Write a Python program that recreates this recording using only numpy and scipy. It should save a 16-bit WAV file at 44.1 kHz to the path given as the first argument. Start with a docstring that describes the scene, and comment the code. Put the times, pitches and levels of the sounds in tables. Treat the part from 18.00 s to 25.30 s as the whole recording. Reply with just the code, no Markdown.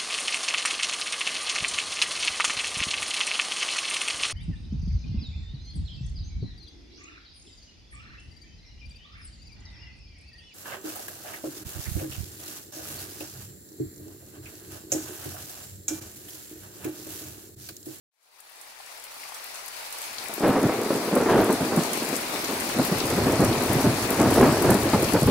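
"""Steady rain fades in among tall buildings: filtered noise for far drops, noise puffs for nearer ones.
A faint wavering tone lies under it, and from 0.4 s large near drops splash left and right.
From 2 s thunder rolls in waves and cracks: swarms of N-shaped shock waves from a crooked channel,
echoed by the walls and flattened where they overload the microphone."""
import sys
import numpy as np
from scipy import signal
from scipy.fft import rfft, irfft
from scipy.io import wavfile
from scipy.ndimage import uniform_filter1d

SR = 44100
rng = np.random.default_rng(int(sys.argv[2]) if len(sys.argv) > 2 else 0)


def boost(x):
    """Linear amplitude factor 10**(x/20) for a level x in decibels (scalar or array-like)."""
    u = np.asarray(x, float) / 20
    return 10 ** u


def digitize_waveform(pressure):
    """Quantize a signal to 16-bit integers and store it at the path in sys.argv[1].

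    Rows of a 2-D input are taken as channels; values are limited to [-1, 1].
    """
    field = np.atleast_2d(pressure).T
    bounded = np.clip(field, -1, 1)
    quanta = np.round(bounded * 32767).astype(np.int16)
    wavfile.write(sys.argv[1], SR, quanta)


N = 321930

# sudden thunder claps, each from a stretch of channel at one distance, with a swell of rumble around it:
# start_s, peak_db (ahead of the overload), centre_hz, t60_s, swell_db
THUNDER_CLAPS = [(2.296, -25, 480, 0.04, -42), (2.38, -24.5, 500, 0.028, -48),
                 (2.407, -17.5, 277, 0.047, -35), (2.435, -23, 330, 0.16, -12),
                 (2.491, -11.5, 160, 0.054, -25), (2.558, -7, 425, 0.11, -21), (2.628, -11, 300, 0.15, -24),
                 (2.651, -13, 173, 0.049, -31), (2.689, -11, 425, 0.07, -40), (2.785, -24, 288, 0.054, -33),
                 (2.905, -8, 303, 0.062, -26), (2.95, -15.5, 360, 0.13, -36),
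                 (3.079, -18.5, 452, 0.089, -30), (3.128, -11, 288, .06, -28),
                 (3.163, -7.5, 428, 0.057, -29), (3.204, -14, 425, 0.15, -27), (3.261, -13, 400, .05, -28),
                 (3.289, -10, 455, .13, -14), (3.346, -8.5, 270, 0.089, -15), (3.385, -8, 336, 0.11, -23),
                 (3.493, -9, 338, 0.12, -39), (3.604, -15, 186, 0.12, -25.5), (3.72, -15, 278, .08, -26),
                 (3.773, -9.5, 250, .07, -26), (4.013, -24, 373, .11, -32), (4.09, -22.5, 380, .1, -35),
                 (4.128, -19, 354, 0.09, -36), (4.34, -20.5, 460, 0.23, -48),
                 (4.491, -22, 347, 0.047, -29.5), (4.75, -20, 230, .1, -26), (4.788, -9, 238, 0.075, -25),
                 (4.916, -12, 247, 0.061, -35), (5.164, -15.5, 121, .073, -31),
                 (5.26, -14, 314, 0.059, -21), (5.32, -16.5, 260, .08, -29), (5.395, -8, 187, 0.037, -17.5),
                 (5.424, -9, 274, 0.085, -37), (5.492, -16, 234, 0.11, -38), (5.701, -12, 283, 0.072, -30),
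                 (5.755, -13.5, 121, .068, -34), (5.842, -10.5, 177, 0.22, -21.5),
                 (6.1, -21, 330, .15, -23), (6.19, -15, 275, 0.12, -14.5), (6.258, -9.5, 300, 0.093, -29),
                 (6.358, -20, 383, 0.15, -16), (6.408, -3.5, 348, .086, -14), (6.428, 0.5, 420, 0.03, -19),
                 (6.465, -11, 200, .12, -21), (6.644, -10.5, 200, 0.1, -16.5), (6.688, -8, 292, .16, -19),
                 (6.855, -11.5, 397, 0.074, -36), (6.934, -5.5, 370, 0.084, -21),
                 (7.02, -15.5, 261, 0.11, -26), (7.136, -9.5, 300, 0.13, -25),
                 (7.15, -10.5, 405, 0.094, -23.5), (7.221, -10.5, 252, 0.072, -27.5),
                 (7.275, -7.5, 182, 0.048, -17.5)]
MIDDLE_HZ = 300  # claps centred below this count as deep


def read(points, hz):
    """Spectral interpolation: dB between given points, along a logarithmic frequency axis."""
    point_hz, value = np.transpose(points)
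    return np.interp(np.log(hz + 1), np.log(point_hz + 1), value)


def evened(x):
    """Power normalisation: scales the whole array to rms 1."""
    return x / np.sqrt(np.mean(x ** 2) + 1e-20)


def colour(x, points):
    """Minimum-phase filtering: a causal response with the given dB spectrum, by folding the cepstrum."""
    log_gain = np.log(boost(read(points, np.fft.rfftfreq(8192, 1 / SR))))
    cepstrum = irfft(log_gain)
    cepstrum[1:4096] *= 2
    cepstrum[4097:] = 0
    response = irfft(np.exp(rfft(cepstrum)))[None, :4096]
    return signal.oaconvolve(x, response, axes=1)[:, :x.shape[1]]


def clicks(per_s, spread_db, channels=2):
    """Random arrivals: sparse impulses of either sign, most small, a few large."""
    size = boost(spread_db * np.minimum(rng.exponential(1, (channels, N)), 4.5))
    arrives = rng.random((channels, N)) < per_s / SR
    return size * arrives * rng.choice([-1, 1], (channels, N))


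def fade_in():
    """Gain envelope: a quick ramp that opens from near silence, times a slow ramp to the full level."""
    open_start_s, open_s, slow_s = 0.11, 0.39, 4.81
    full_db = -30  # gain at the top of both ramps
    t = np.arange(N) / SR
    quick = np.clip((t - open_start_s) / open_s, 1e-5, 1)
    slow = np.clip(t / slow_s, 1e-2, 1)
    return boost(full_db) * quick * slow


def wash():
    """Incoherent superposition: countless far drops merge into noise with drifting patches and flicker."""
    # relative spectrum of far rain: frequency_hz, density_db
    rain_spectrum = [(18, -50), (45, -34), (100, -20), (170, -22), (486, -3.5), (844, 2), (1540, -2.5),
                     (2410, 0.5), (3100, -6), (4420, -2), (7000, -8), (10500, -7), (14000, -12.5),
                     (17000, -12)]
    # stereo balance of far rain: frequency_hz, left_minus_right_db
    rain_balance = [(60, 10), (180, -11), (550, 3), (1650, 5), (4970, 3), (15000, 3.5)]
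    frames, hz = N // 256 + 5, np.fft.rfftfreq(1024, 1 / SR)
    draws = rng.standard_normal((4, 2, frames, 513))
    real, imaginary, patches, flicker = draws.transpose(0, 1, 3, 2)  # each: side, frequency, time
    patches = uniform_filter1d(patches, size=12, axis=1)
    patches = evened(uniform_filter1d(patches, size=12, axis=2))
    flicker = evened(uniform_filter1d(flicker[:, :1], size=8, axis=2))
    flicker = flicker * np.clip(hz / 7000, .3, 1)[:, None]  # one course per side, strongest in the treble
    lean = np.array([[.5], [-.5]]) * read(rain_balance, hz)
    db = (read(rain_spectrum, hz) + lean)[..., None] + 1.58 * patches + 1.8 * flicker
    spectra = (real + 1j * imaginary) * boost(db)
    return evened(signal.istft(spectra, nperseg=1024, noverlap=768)[1][:, :N])


def splash(hz, t60, octaves, count=2000):
    """Damped band noise: a puff around hz that dies exponentially, peak 1 on each side."""
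    t = np.arange(count) / SR
    envelope = boost(-60 * t / t60) * np.minimum(t / 0.00057, 1)
    puff = rng.standard_normal((2, count)) * envelope
    away = np.log2((np.fft.rfftfreq(count, 1 / SR) + 1) / hz) / octaves
    puff = irfft(rfft(puff) * np.exp(-.5 * away ** 2))
    return puff / abs(puff).max(axis=1, keepdims=True)


def shower(per_s, spread_db, low_hz, high_hz, t60, octaves, count=10):
    """Shot noise: random arrivals each set off a splash, over a range of pitches and lengths."""
    pitches = np.geomspace(low_hz, high_hz, num=count)
    lengths = t60 * rng.permutation(np.geomspace(.4, 2.5, num=count))
    total = np.zeros((2, N))
    for hz, length in zip(pitches, lengths):
        arrivals = clicks(per_s / count, spread_db)
        total += signal.oaconvolve(arrivals, splash(hz, length, octaves), axes=1)[:, :N]
    return evened(total)


def patter():
    """Shot noise of middle-distance drops: bright fizz and duller taps, independent on each side."""
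    fizz = shower(100, 3.8, 6500, 13500, t60=.016, octaves=.55)
    taps = shower(110, 3.6, 650, 6000, t60=.014, octaves=.35)
    return boost([[-8.5], [-11.5]]) * fizz + boost([[-10.], [-14.]]) * taps  # left, right


def hum():
    """Amplitude modulation: a thin sine whose strength wavers slowly, apart on each side."""
    # faint tone, amplitudes relative to the rms of the far rain: pitch_hz, left_db, right_db
    tone_settings = (97, -46, -32)
    hz, *side_db = tone_settings
    waver_db = 1.5 * evened(uniform_filter1d(rng.standard_normal((2, N)), size=5000))
    return boost(np.array(side_db)[:, None] + waver_db) * np.sin(2 * np.pi * hz * np.arange(N) / SR)


def drops():
    """Impact noise: each large drop is a short tick and a longer spray, panned by level difference."""
    # large near drops: start_s, tick_peak_db (mean of the sides in dB), left_minus_right_db, centre_hz
    near_drops = [(0.389, -48, 7, 1200), (0.402, -41, 15, 9650), (0.613, -31, -8, 9120),
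                  (0.802, -39.5, 12, 880), (0.862, -33, -4, 8040), (1.039, -33, 15, 9530),
                  (1.142, -31, 1.5, 11000), (1.233, -36.5, 14, 2220), (1.288, -35, -11, 8970),
                  (1.343, -36, 15, 9750), (1.547, -35, 11, 9160), (1.592, -37, 10, 1070),
                  (1.66, -28, 6.5, 12500), (1.682, -31, 17, 9500), (1.904, -32, -8, 12600),
                  (1.925, -23.5, -4, 8950), (2.016, -27, 14, 9300), (2.183, -26, 16.5, 4180),
                  (2.258, -28.5, 8, 2110), (2.338, -20, 7, 12000), (2.478, -24, 10, 11800),
                  (2.673, -30, -11, 8110), (3.152, -23, 16, 10000), (3.443, -27.5, 18, 10600),
                  (3.526, -20, 14, 10000), (3.762, -22, 11, 9440), (3.834, -29, 21, 8650),
                  (3.932, -21, -15, 9100), (4.029, -22, -1, 9000), (4.048, -23, 5, 9000),
                  (4.164, -17, 3, 9490), (4.359, -27.5, 11, 2500), (4.445, -20.5, 3, 5570),
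                  (4.606, -20, 0.1, 9000), (4.851, -17, 13, 12600), (5.002, -21.5, 16, 4030),
                  (5.055, -25, 16, 10200), (5.101, -20, 5, 7500), (5.445, -25, -15, 9500),
                  (5.581, -24, 5, 5550), (5.73, -20, 18, 11600), (5.808, -24.5, 16, 10800),
                  (6.093, -25, 6, 2260), (6.104, -16, 14.5, 10300), (6.214, -20, 12, 8500),
                  (6.306, -19, -10, 10000), (6.34, -21, 15, 9560), (6.412, -20, 5, 9500),
                  (6.622, -17, 7, 10500), (6.704, -14, -10, 10100), (6.742, -16, 5.5, 9510),
                  (7.023, -25, 19, 10600), (7.045, -23, 13, 4800)]
    out = np.zeros((2, N + 2000))
    for start_s, db, pan_db, hz in near_drops:
        tick = splash(hz, 0.026, .6 if hz > 4000 else .3)  # low drops ring narrower
        spray = boost(-11) * splash(hz, 0.24, 0.36)
        side_db = db + np.array([[.5], [-.5]]) * pan_db
        out[:, round(start_s * SR):][:, :2000] += (tick + spray) * boost(side_db)
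    return out[:, :N]


def shock(ms):
    """Weak-shock N-wave: a jump up, a slope down, a jump back."""
    return np.linspace(1, -1, max(round(ms * SR / 1000), 4))[None]


def walls(same, t60=0.081, echo_db=-6):
    """Multiple reflection: direct sound plus sparse dying echoes, partly different for each side."""
    t = np.arange(SR // 4) / SR
    sparse = rng.choice([-1, 1], (3, len(t))) * (rng.random((3, len(t))) < .04)
    shared, left, right = sparse * boost(-60 * t / t60)
    direct = boost(echo_db) * shared / np.linalg.norm(shared) + (t == 0)
    same = np.clip(same, 0, 1)  # share of the power common to both sides
    own = np.array([left, right]) / np.linalg.norm(left) * np.linalg.norm(direct)
    return np.sqrt(same) * direct + np.sqrt(1 - same) * own


def curve(rows):
    """Linear interpolation of a table's columns in time, sample by sample; -130 ahead of its first row."""
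    start_s, *columns = np.transpose(rows)
    return [np.interp(np.arange(N) / SR, start_s, column, left=-130) for column in columns]


def rumble(size=64):
    """Power addition: steady roll plus a swell per clap give three shock strengths and a centre Hz."""
    # steady rumble between the claps, ahead of the family levels:
    # start_s, level_db, long_db (long shocks over level; applies to the swells too)
    steady_roll = [(2.05, -58.5, -6), (2.392, -45, -19), (2.41, -29, -20), (2.75, -26.5, -18),
                   (3.0, -30.5, -27), (3.3, -23, -14), (3.58, -28, -20), (3.9, -30.5, -27),
                   (4.25, -35.5, -18), (4.65, -34.5, -14), (5.0, -28, -8), (5.25, -24, -6.5),
                   (5.6, -25, -7.5), (5.85, -24.5, -8), (6.06, -29, -11.5), (6.3, -21, -3.5),
                   (6.58, -22, -9), (7.05, -28, -4.5), (7.3, -34, 3)]
    rise_s, lag_s = .018, .02  # a swell tops just after its clap
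    base_t60_s, t60_per_clap_t60 = 0.27, 1.34  # and lasts longer behind a longer clap
    long_db_per_octave, short_db_per_octave = -2, 1.5  # deep claps: more long shocks, fewer short
    swell_short_db, roll_short_db = -6.5, -5  # short shocks over level
    start_hz, sag_hz_per_s = 432, 26.4  # later thunder comes from further off, so the roll sinks
    t = np.arange(0, N + size, size) / SR
    level_db, long_db = (np.pad(c, (0, size), "edge")[::size][:len(t)] for c in curve(steady_roll))
    clap_s, _, hz, clap_t60, swell_db = np.transpose(THUNDER_CLAPS)[..., None]
    late = t - clap_s - lag_s
    rise = np.exp(-(np.minimum(late, 0) / rise_s) ** 2)
    decay_db = -60 * np.maximum(late, 0) / (base_t60_s + t60_per_clap_t60 * clap_t60)
    swells = boost(swell_db + decay_db) ** 2 * rise
    steady, octaves = boost(level_db) ** 2, np.log2(hz / MIDDLE_HZ)
    middle = steady + swells.sum(axis=0)
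    long_swells = swells * boost(long_db_per_octave * octaves) ** 2
    long = boost(long_db) ** 2 * (steady + long_swells.sum(axis=0))
    short_swells = swells * boost(swell_short_db + short_db_per_octave * octaves) ** 2
    short = steady * boost(roll_short_db) ** 2 + short_swells.sum(axis=0)
    # the centre is the mean pitch, weighted by power
    centre_hz = (steady * (start_hz - sag_hz_per_s * t) + (swells * hz).sum(axis=0)) / middle
    *power, centre_hz = (np.interp(np.arange(N) / SR, t, c) for c in (long, middle, short, centre_hz))
    return np.sqrt(power), centre_hz


def roll():
    """Superposed N-waves: every bend of the channel sends a shock; three families swell together."""
    # shock families, long to short:
    # shortest_ms, longest_ms, shocks_per_s, size_spread_db, level_db, left_right_likeness (0 to 1)
    shock_families = [(4.8, 22.4, 260, 4.5, -3, 0.96), (1.62, 6.47, 700, 2, -2.5, 0.97),
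                      (0.42, 1.617, 1800, 1.5, -1.57, 0.96)]
    # colour of each family after air, walls and microphone, one list a family: frequency_hz, gain_db
    family_colours = [
        [(12, -6), (30, -10), (60, 3.5), (110, 19), (160, 12), (300, -60), (900, -86)],
        [(50, -45), (120, -9), (230, 1.5), (450, 4), (800, -8), (2000, -40.5)],
        [(250, -26), (600, 3.5), (1200, -3), (2300, -9.5), (3200, -11), (6000, -28)],
    ]
    strengths, centre_hz = rumble()
    out = np.zeros((2, N))
    for k, (strength, tone, family) in enumerate(zip(strengths, family_colours, shock_families)):
        short_ms, long_ms, per_s, spread_db, db, same = family
        lengths, power, shaped = np.geomspace(short_ms, long_ms, num=9), 0, 0
        # the middle family favours the lengths whose energy peaks near the moving centre
        octaves = np.log2(640 / lengths[:, None] / np.maximum(centre_hz, 100))
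        share = np.exp(-(k == 1) * (octaves / 0.89) ** 2) + 1e-6
        share /= np.sqrt((share ** 2).mean(axis=0))
        for ms, weight in zip(lengths, share):
            train = abs(clicks(per_s / 9, spread_db, channels=1))
            # each length has its own echoes
            echoed = signal.fftconvolve(walls(same, echo_db=-10.0), shock(ms), axes=1)
            heard = colour(echoed, tone)
            heard /= np.linalg.norm(heard[0])
            power += (train ** 2).mean()
            shaped += signal.oaconvolve(train * strength * weight, heard, axes=1)[:, :N]
        out += boost(db) * shaped / np.sqrt(power)
    return out


def claps(count=12000):
    """Near-equal path lengths: shocks from one stretch of channel arrive in a tight, dying bunch."""
    # colour of a clap centred at MIDDLE_HZ: frequency_hz, gain_db
    crack_colour = [(15, -22), (60, -19), (200, -0.5), (700, -5.5), (2000, -11), (3500, -43), (8000, -78)]
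    out, t = np.zeros((2, N + count)), np.arange(count) / SR
    for start_s, db, hz, t60, _ in THUNDER_CLAPS:
        arrivals = rng.random((3, count)) < 330 / SR  # 330 per s for each of three shock lengths
        arrivals[:, 0] = True
        sizes = arrivals * rng.uniform(0.22, 1, (3, count)) * boost(-60 * t / max(t60, .02))
        sizes *= np.clip(t / 0.007, .35, 1)  # the bunch builds over a few ms
        bunch = sum(signal.fftconvolve(size[None], shock(660 / hz * stretch))[:, :count]
                    for size, stretch in zip(sizes, (.55, .95, 1.3)))
        echoed = signal.fftconvolve(walls(0.98, echo_db=-5.5), bunch, axes=1)[:, :count]
        shift = (hz / MIDDLE_HZ) ** 0.41  # deep claps are duller
        heard = colour(echoed, crack_colour * np.array([shift, 1]))
        out[:, round(start_s * SR):][:, :count] += boost(db) * heard / abs(heard).max()
    return out[:, :N]


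def scene():
    """Soft saturation: thunder pressed against a ceiling that rises with the rain's fade, plus drops."""
    overload_db, offset_db = 22.5, -33  # ceiling and steady negative offset, over the far rain's rms
    fade = fade_in()
    ceiling = fade * boost(overload_db)
    rain = wash() + patter() + hum() - boost(offset_db)
    push = (roll() + claps()) / ceiling
    thunder = ceiling * push / (1 + push ** 4) ** .25
    return fade * rain + drops() + thunder


def band_limit(x):
    """A steep low-pass at the top of the band."""
    return signal.sosfilt(signal.butter(12, 16810, fs=SR, output="sos"), x)


def record(dry):
    """Linear-phase low-pass filtering: a steep band limit at 15790 Hz finishes the mix."""
    edge = signal.firwin(1001, 15790, window=("kaiser", 9), fs=SR)[None]
    mix = signal.oaconvolve(dry, edge, "same", axes=1)
    return band_limit(mix)


dry = scene()
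out = record(dry)
digitize_waveform(out)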